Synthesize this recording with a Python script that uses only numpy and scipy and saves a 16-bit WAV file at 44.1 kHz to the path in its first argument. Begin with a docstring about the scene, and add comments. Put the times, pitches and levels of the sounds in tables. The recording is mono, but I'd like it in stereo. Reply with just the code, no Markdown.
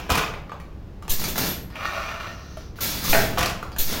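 """A handloom with an air-driven shed lifter, heard from close above in a small hard-walled room.
Its wooden beater clatters against the cloth: decaying noise bursts excite wood and metal, and the loom thumps.
Enveloped noise makes the valve's puffs and the air's hiss; random grains make the harness rattle.
The shuttle rolls along its rail as grains through resonances, and is caught with a hollow tock.
The air is let out, the lifter slams down with ringing modes, and the beater strikes again."""
import sys
import numpy as np
from scipy import signal
from scipy.fft import rfft, irfft
from scipy.io import wavfile

SR = 44100
rng = np.random.default_rng(int(sys.argv[2]) if len(sys.argv) > 2 else 0)


def transcribe(signal):
    """Save signal, clipped to [-1, 1], as a 16-bit WAV file at the path in sys.argv[1]."""
    frames = np.atleast_2d(signal).T
    limited = np.clip(frames, -1, 1)
    pcm = np.round(limited * 32767).astype(np.int16)
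    wavfile.write(sys.argv[1], SR, pcm)


N = 176400
T = np.arange(N) / SR
HZ = np.fft.rfftfreq(N, 1 / SR)


def amp(db):
    """Level definition: decibels to amplitude gain."""
    return 10 ** (np.asarray(db) / 20)


def unit(x):
    """Normalisation: scales a signal to rms 1."""
    return x / np.sqrt(np.mean(x ** 2) + 1e-20)


def read(points, hz):
    """Logarithmic frequency scale: interpolates a table along it."""
    f, value = np.transpose(points)
    return np.interp(np.log(hz + 1), np.log(f + 1), value)


def colour(x, points):
    """Minimum-phase filtering: imposes a spectrum causally; white noise keeps its power."""
    gain = unit(amp(read(points, abs(np.fft.fftfreq(4096, 1 / SR)))))
    # the Hilbert transform of the log gain supplies the minimum phase
    spectrum = np.exp(np.conj(signal.hilbert(np.log(gain))))
    taps = np.fft.ifft(spectrum).real
    return signal.oaconvolve(x, taps[:len(taps) // 2])[:N]


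def ring(x, hz, width_hz):
    """Resonance: one steep damped response; white noise keeps its power."""
    t = T[:SR // 4]
    tone = t * np.exp(-np.pi * abs(width_hz) * t) * np.sin(2 * np.pi * hz * t)
    return signal.oaconvolve(x, tone / np.linalg.norm(tone))[:len(x)]


def resonant_body(drive, spectrum, modes):
    """Modal superposition: a broad response plus a few resonances."""
    resonances = sum(amp(db) * ring(drive, hz, width) for hz, width, db in modes)
    return colour(drive, spectrum) + resonances


def chime(rows, modes, lag_s):
    """Free vibration: damped modes start at each contact, with a phase lag on the right."""
    out, t = np.zeros((2, N)), T[:2 * SR]
    for port, lag in zip(out, (0, lag_s)):
        tone = sum(amp(db - 60 * t / t60) * np.sin(2 * np.pi * hz * (t - lag)) for hz, db, t60 in modes)
        for s, db in rows:
            add(port, s, amp(db) * tone)
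    return out


def add(mix, s, sound):
    """Superposition: adds a sound to the mix at time s."""
    part = mix[max(round(s * SR), 0):][:len(sound)]
    part += sound[:len(part)]


def wander(step_s, db):
    """Random modulation: a gain drifts between new values, one every step_s."""
    steps = rng.standard_normal(8000)
    return unit(amp(db * np.interp(T / step_s, np.arange(len(steps)), steps)))


CRUNCH_S, CRUNCH_DB = 0.001403, 2.5  # chatter of a contact: time between gain values, and their spread


def burst(db, t60):
    """Impact excitation: the exponentially dying, chattering crunch of one contact."""
    t = T[:SR // 2]
    steps = rng.standard_normal(2000)
    chatter = unit(amp(CRUNCH_DB * np.interp(t / CRUNCH_S, np.arange(len(steps)), steps)))
    return amp(db - 60 * t / t60) * chatter * rng.standard_normal(len(t))


def strikes(rows, t60):
    """Superposed impacts: a track of contacts from rows of start_s, level_db."""
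    out = np.zeros(N)
    for s, db in rows:
        add(out, s, burst(db, t60))
    return out


def swells(rows):
    """Power summation: envelopes that rise, hold and fall exponentially."""
    power = np.zeros(N)
    for s, db, rise, hold, fall in rows:
        onset = np.clip((T - s) / rise, 0, 1)
        decay = amp(db - fall * np.maximum(T - s - rise - hold, 0))
        power += (onset * decay) ** 2
    return np.sqrt(power)


def grains(per_s, spread_db):
    """Random impulse train: tiny clicks of uneven size at a mean rate."""
    clicks = (rng.random(N) < per_s / SR) * rng.standard_normal(N)
    return unit(clicks * amp(spread_db * np.minimum(rng.exponential(1, N), 3)))


# left-right likeness of a diffuse sound: frequency_hz, likeness (0 to 1)
LIKENESS = [(20, 0.81), (60, 0.98), (130, 0.97), (260, 0.91), (500, 0.51), (1000, 0), (16000, 0.02)]


def pair(a, b):
    """Interchannel coherence: two unrelated sounds become a stereo pair, most alike in the bass."""
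    same = np.clip(read(LIKENESS, HZ), -1, 1)
    mid = rfft(a) * np.sqrt((1 + same) / 2)
    side = rfft(b) * np.sqrt((1 - same) / 2)
    return irfft([mid + side, mid - side], N)


# decay time of the room: frequency_hz, t60_s
ROOM_DECAY = [(100, 1), (500, 0.67), (1400, 0.52), (3700, 0.38), (7000, 0.37), (14000, 0.31)]
ROOM_GAP_S = 0.0023  # silence before the first reflections


def room(x, wet_db, pan_db, lag_ms):
    """Reverberation: direct sound, later on the right, plus dense reflections dying faster in the treble."""
    hz, t, z = signal.stft(rng.standard_normal((2, SR)), SR, nperseg=256)
    t60 = read(ROOM_DECAY, hz)[:, None]
    unit_energy = np.sqrt(2 * np.log(1000) / t60 / SR)
    tail = signal.istft(z * amp(-60 * t / t60) * unit_energy, SR, nperseg=256)[1]
    tail = np.pad(tail, ((0, 0), (0, N - tail.shape[1])))
    tail = pair(*tail)[:, :SR] * (T[:SR] > ROOM_GAP_S)
    left = x * amp(pan_db / 2)
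    right = np.interp(T - lag_ms / 1000, T, x) * amp(-pan_db / 2)
    return np.array([left, right]) + amp(wet_db) * signal.fftconvolve(x[None], tail, axes=1)[:, :N]


# spectrum of the workshop rumble: frequency_hz, level_db
FLOOR_SPECTRUM = [(12, -38), (20, -1), (37, -11.5), (58, -2), (81, -9), (150, -14), (172, -12),
                  (241, -21.5), (310, -17.5), (367, -22.5), (8650, -53), (16000, -58)]
FLOOR_DB = -37.5


def floor():
    """Stationary noise: the low steady rumble of the workshop."""
    noise = pair(*rng.standard_normal((2, N)))
    rumble = irfft(rfft(noise) * amp(read(FLOOR_SPECTRUM, HZ)), N)
    return amp(FLOOR_DB) * unit(rumble)


# gusts of exhaust air that reach the microphone: start_s, level_db
GUSTS = [(1.095, -5.5), (3.091, -2.5), (3.786, -5.5)]
GUST_SCALE_S, GUST_LOW_HZ = 0.014, 3  # each push peaks after twice this time; high-pass corner


def gusts():
    """Aerodynamic pressure: a slow swing, nearly all on the left port."""
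    push = np.zeros(N)
    u = T[:SR] / GUST_SCALE_S
    for s, db in GUSTS:
        add(push, s, -amp(db) * (u * np.exp(1 - u / 2) / 2) ** 2)
    swing = signal.sosfilt(signal.butter(2, GUST_LOW_HZ, "high", fs=SR, output="sos"), push)
    return np.array([swing, swing * amp(-26.0)])


# spectrum of small metal contacts: frequency_hz, level_db
METAL_SPECTRUM = [(300, -20), (1500, -6), (3000, 3.5), (6500, 3.5), (10000, 2), (15500, -5)]
METAL_T60_S = 0.034


def metal_clicks(rows):
    """Strongly damped impact: short bursts coloured as metal."""
    return colour(strikes(rows, METAL_T60_S), METAL_SPECTRUM)


# light knocks of shuttle, cords and frame: start_s, level_db, pitch_hz, tick_level_db
KNOCKS = [(.338, -28, 2180, -58), (.494, -35, 1260, -77), (.518, -30.5, 1330, -48),
          (.600, -39, 2120, -46.5), (1.024, -40, 1240, -43), (1.051, -42, 1210, -62),
          (1.080, -29, 940, -29.5), (1.240, -30, 1270, -20), (1.357, -27, 1760, -30),
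          (1.379, -24, 1460, -19), (1.702, -42, 4470, -49), (1.755, -29, 2460, -43),
          (2.571, -36.5, 1250, -43), (2.608, -41.5, 4900, -53), (2.758, -44, 4150, -54),
          (2.786, -34, 1410, -48), (3.047, -35, 1210, -36), (3.081, -27, 1150, -40),
          (3.627, -28.5, 1330, -35.5), (3.718, -34.5, 4470, -44), (3.763, -28, 1520, -36),
          (3.925, -29.5, 655, -23), (3.937, -35, 1880, -38)]
# spectrum of the wood behind each knock: frequency_hz, level_db
KNOCK_WOOD = [(100, -38), (400, 1), (700, 1.5), (1500, -4), (2800, -4.5), (4000, -11.5), (8000, -24),
              (16000, -34)]
KNOCK_T60_S, KNOCK_Q, KNOCK_WOOD_DB = 0.026, 2.6, 0.5  # wood level is relative to the knock


def knocks():
    """Impact on a damped resonator: one short ring, a little wood and a metal tick."""
    rings = np.zeros(N)
    for s, db, hz, _ in KNOCKS:
        add(rings, s, ring(burst(db, KNOCK_T60_S), hz, hz / KNOCK_Q))
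    wood = strikes([(s, db + KNOCK_WOOD_DB) for s, db, _, _ in KNOCKS], KNOCK_T60_S)
    ticks = metal_clicks([(s, tick_db) for s, _, _, tick_db in KNOCKS])
    return room(rings + colour(wood, KNOCK_WOOD) + ticks, wet_db=3.0, pan_db=6.5, lag_ms=0.11)


# sharp puffs of the valve: start_s, level_db, rise_s, hold_s, fall_db_per_s
PUFFS = [(1.093, -16.5, 0.0057, 0.0083, 385), (1.195, -26, .003, .003, 600),
         (1.283, -22, 0.0017, 0.002, 600), (1.378, -17, 0.0011, 0.0011, 800),
         (1.463, -28, 0.0021, 0.003, 902), (1.48, -36.5, 0.019, 0.026, 257),
         (2.805, -22.5, 0.0034, 0.023, 250), (3.040, -22.5, 0.0022, 0.0032, 720),
         (3.088, -17, 0.0091, .004, 400), (3.783, -18, 0.0026, 0.015, 329)]
# spectrum of a puff: frequency_hz, level_db
PUFF_SPECTRUM = [(200, -3), (1000, -11.5), (2500, -7.5), (4000, -3.5), (7000, -1), (10000, -1),
                 (13500, 3.5), (15500, -1.5)]


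def valve_puffs():
    """Jet noise: coloured turbulence in short bursts."""
    puffs = colour(rng.standard_normal(N), PUFF_SPECTRUM) * swells(PUFFS)
    return room(puffs, wet_db=2.5, pan_db=-1.0, lag_ms=0.296)


# air streaming through the cylinder ports: start_s, level_db, rise_s, hold_s, fall_db_per_s
HISSES = [(1.18, -31.5, 0.012, 0.064, 209), (1.275, -35, 0.005, 0.0026, 500),
          (1.355, -28.5, 0.0027, 0.032, 300), (1.379, -27.5, 0.0026, 0.09, 222),
          (2.757, -47, 0.0032, 0.042, 293), (2.805, -27.5, 0.0022, 0.076, 45),
          (3.0, -26.5, 0.06, 0.15, 166), (3.86, -28.5, 0.013, 0.07, 148)]
# spectrum of the hiss: frequency_hz, level_db
HISS_SPECTRUM = [(150, 2.5), (500, -5.5), (1000, -6), (2000, -1), (3500, -0.5), (6500, -3), (10000, -3.5),
                 (13500, -4), (16000, -3.5)]


def cylinder_hiss():
    """Flow noise: smooth turbulence roughened by random grains."""
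    flow = rng.standard_normal(N) + amp(-7.0) * grains(per_s=2600, spread_db=5.5)
    hiss = colour(flow, HISS_SPECTRUM) * swells(HISSES)
    return room(hiss, wet_db=3.5, pan_db=1.0, lag_ms=0.18)


# the harness rattles as it rises and falls: start_s, level_db, rise_s, hold_s, fall_db_per_s
RATTLES = [(.0, -39.5, 0.058, 0.086, 51), (1.17, -36, 0.028, 0.091, 106), (1.35, -30.5, 0.017, 0.093, 135),
           (2.9, -38, 0.22, 0.13, 103), (3.18, -32.5, 0.0096, 0.037, 43), (3.87, -34, 0.045, 0.11, 100)]
# spectrum of the rattle: frequency_hz, level_db
RATTLE_SPECTRUM = [(50, -7.5), (110, 0), (180, 3), (290, -1.5), (420, -6), (700, -10), (1400, -13),
                   (3000, -17), (8000, -25), (16000, -34)]


def harness_rattle():
    """Random multiple impacts: cords and weights jostle against the frame."""
    rattle = colour(grains(per_s=1500, spread_db=4), RATTLE_SPECTRUM) * swells(RATTLES)
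    return room(rattle, wet_db=-0.5, pan_db=2.5, lag_ms=0.074)


# a small metal part of the harness pings: start_s, level_db
PINGS = [(1.49, -36), (1.625, -53)]
# its modes: pitch_hz, level_db, t60_s
PING_MODES = [(9550, -14, .25), (10909, -8, .25), (12613, 12, 0.32), (14000, -9, .22)]


def harness_pings():
    """Free modal decay: the metal part rings in the high treble."""
    return chime(PINGS, PING_MODES, lag_s=.00001)


# weft thread drawn off the bobbin, one row: start_s, level_db, rise_s, hold_s, fall_db_per_s
THREAD = (1.8, -54, .15, .69, 250)
# spectrum of the thread: frequency_hz, level_db
THREAD_SPECTRUM = [(1000, -18), (2800, -3), (4300, 6), (5100, 5.5), (5950, 13.5), (7200, -9.5),
                   (15000, -12)]


def thread():
    """Friction noise: the thread pays out as a dense train of fine grains."""
    return colour(grains(per_s=1100, spread_db=0.5), THREAD_SPECTRUM) * swells([THREAD])


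def along_rail(x, places_s):
    """Moving source: crossfades through places at the given times, each with its own reflections."""
    out = 0
    for here in np.eye(len(places_s)):
        share = np.sqrt(np.interp(T, places_s, here))
        out = out + room(x * share, wet_db=4.0, pan_db=3.0, lag_ms=0.063)
    return out


# level of the shuttle rolling along the rail: time_s, level_db
ROLL = [(1.70, -51), (1.77, -38), (1.82, -31.5), (1.92, -30.5), (2.03, -32), (2.15, -34.5), (2.27, -36),
        (2.35, -48.5), (2.5, -54.5), (2.62, -56), (2.66, -87)]
# broad spectrum of the rail: frequency_hz, level_db
RAIL_SPECTRUM = [(200, -16), (450, -12), (650, 3), (900, -6.5), (1250, 1), (1600, 3), (2100, -2.5),
                 (2500, -3.5), (3500, -8), (6000, -14), (8500, -19), (15000, -26)]
# resonances of the rail: pitch_hz, width_hz, level_db
RAIL_MODES = [(684, 50, -18.5), (1195, 100, -21), (1317, 240, -7.5), (1452, 220, -6), (1836, 70, -11),
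              (2420, 300, -14.5), (2800, 250, -14.5), (5970, 500, -21)]
WHEEL_HZ, WHEEL_DEPTH = 26, 0.12  # rate and fractional depth of the roller modulation
BUMP_S, BUMP_DB = .007, -0.5  # unevenness of the rail
DRIFT_S, DRIFT_DB = .045, 1  # slower drift of each resonance


def shuttle():
    """Rolling excitation: rollers chatter over the uneven rail and thread pays out."""
    drive = grains(per_s=1300, spread_db=2) * (1 + WHEEL_DEPTH * np.sin(2 * np.pi * WHEEL_HZ * T))
    level_db = np.interp(T, *np.transpose(ROLL), left=-120, right=-120)
    drive = drive * wander(BUMP_S, BUMP_DB) * amp(level_db)
    rail = colour(drive, RAIL_SPECTRUM)
    for hz, width, db in RAIL_MODES:
        rail = rail + amp(db) * ring(drive * wander(DRIFT_S, DRIFT_DB), hz, width)
    places_s = np.linspace(ROLL[1][0], ROLL[-4][0], 5)
    return along_rail(amp(-3.5) * rail + thread(), places_s)


CATCH_S, CATCH_DB, HOLLOW_HZ, HOLLOW_T60_S = 2.571, -29.5, 633, 0.097


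def shuttle_catch():
    """Single-mode resonance: the hollow shuttle tocks as it is stopped."""
    return chime([(CATCH_S, CATCH_DB)], [(HOLLOW_HZ, 0, HOLLOW_T60_S)], lag_s=0)


# the lifter lands on its stop and settles: start_s, level_db
SLAMS = [(3.130, -13), (3.147, -11), (3.168, -37)]
# broad spectrum of the slam: frequency_hz, level_db
SLAM_SPECTRUM = [(60, 4), (200, -6), (400, 0), (680, 7.5), (1000, -3), (1500, 5.5), (2200, -1.5),
                 (2850, -19), (3400, -18), (7000, -10.5), (16000, -10)]
# ringing of the lifter's frame: pitch_hz, level_db, t60_s
SLAM_MODES = [(114.7, -5.5, 1.95), (677, 2.5, 0.43), (930, -4, 0.62), (1490, -7, 0.23), (1745, -6, 0.7),
              (2076, -5, 0.21), (2295, -16, 0.38), (2700, -17, 0.29), (2780, -4, 0.18), (4150, -4, 0.2),
              (4260, -3, .26)]
SLAM_T60_S, SLAM_MODES_DB = 0.06, -9.5  # ringing level is relative to the first slam
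SLAM_LAG_S = 0.00041  # phase lag of the ringing on the right port
CRACK_DB, CRACK_HZ, CRACK_WIDTH_HZ, CRACK_T60_S = -12.5, 2750, 1100, 0.023  # first contact


def lifter():
    """Impact and modal decay: the lifter slams down with a hard crack and its frame rings."""
    s, db = SLAMS[0]
    crack = ring(strikes([(s, CRACK_DB)], CRACK_T60_S), CRACK_HZ, CRACK_WIDTH_HZ)
    crash = colour(strikes(SLAMS, SLAM_T60_S), SLAM_SPECTRUM)
    ringing = chime([(s, db + SLAM_MODES_DB)], SLAM_MODES, SLAM_LAG_S)
    return room(crash + crack, wet_db=4.5, pan_db=-2.0, lag_ms=0.04) + ringing


# the beater presses the weft home and shakes the loom: start_s, level_db, rise_s, hold_s, fall_db_per_s
THUMPS = [(.10, -21.5, 0.017, 0.0075, 170), (3.385, -27, 0.0071, 0.019, 110)]
# spectrum of the thump: frequency_hz, level_db
THUMP_SPECTRUM = [(15, -32), (35, 9), (75, 6), (130, 0), (200, -2.5), (400, -17), (2000, -51)]


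def loom_thump():
    """Low-frequency structural response: the whole loom thumps, equally on both sides."""
    return colour(rng.standard_normal(N), THUMP_SPECTRUM) * swells(THUMPS)


# blows of the beater and its loose fittings: start_s, wood_level_db, metal_level_db
BEATS = [(.0, -28, -42), (.094, -19, -43), (0.1021, -15.5, -24.5), (.109, -19.5, -26), (0.119, -25.5, -23),
         (.143, -15.5, -45), (.154, -20.5, -24), (.176, -17.5, -24), (.182, -19, -36), (0.228, -24, -51),
         (3.373, -17.5, -44), (3.382, -18.5, -24.5), (3.391, -23, -24), (3.409, -16, -26),
         (3.429, -18.5, -24), (3.459, -25.5, -22), (3.497, -24.5, -32)]
# broad spectrum of the wood: frequency_hz, level_db
WOOD_SPECTRUM = [(60, -14), (150, -3), (330, -6), (700, 3.5), (1400, 3), (2000, -2.5), (2700, 1),
                 (4000, -7.5), (6500, -10.5), (9000, -24.5), (16000, -21)]
# resonances of the wooden frame: pitch_hz, width_hz, level_db
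FRAME_MODES = [(570, 104, -22.5), (735, 180, -16.5), (822, 220, -30), (1430, 280, -22), (2510, 170, -17.5)]
WOOD_T60_S = 0.08


def beater():
    """Impact excitation of a body: each blow knocks the wooden frame and clicks its metal fittings."""
    blows = strikes([(s, wood_db) for s, wood_db, _ in BEATS], WOOD_T60_S)
    wood = resonant_body(blows, WOOD_SPECTRUM, FRAME_MODES)
    metal = metal_clicks([(s, metal_db) for s, _, metal_db in BEATS])
    wood_heard = amp(-1.3) * room(wood, wet_db=3.5, pan_db=0.5, lag_ms=0.11)
    return wood_heard + room(metal, wet_db=6.0, pan_db=21, lag_ms=0.25)


def scene():
    """Linear superposition: the loom in its room, from background to beater."""
    background = floor() + gusts() + knocks()
    air = valve_puffs() + cylinder_hiss()
    harness = harness_rattle() + harness_pings()
    return background + air + harness + shuttle() + shuttle_catch() + lifter() + loom_thump() + beater()


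# response shared by the microphone ports: frequency_hz, level_db
MIC_RESPONSE = [(5000, -0.5), (7000, -3), (8300, -9), (9600, -5), (11000, -9.5), (12700, -1), (16000, -1.5)]
# left minus right response: frequency_hz, difference_db
PORT_BALANCE = [(30, -2.5), (100, 2), (500, -1.5), (2000, 0.4), (4500, -0.5), (8000, -2.5), (13000, 3)]
EDGE_HZ = 16000  # upper band limit


def record(dry):
    """Linear transducer response: the colour of the two microphone ports, then the band limit."""
    hz = np.fft.rfftfreq(2 * N, 1 / SR)
    ports = amp(read(MIC_RESPONSE, hz) + np.array([[.5], [-.5]]) * read(PORT_BALANCE, hz))
    heard = irfft(rfft(dry, 2 * N) * ports)[:, :N]
    low_pass = signal.firwin(511, EDGE_HZ, window=("kaiser", 9), fs=SR)
    return signal.oaconvolve(heard, low_pass[None], "same")


dry = scene()
out = record(dry)
transcribe(out)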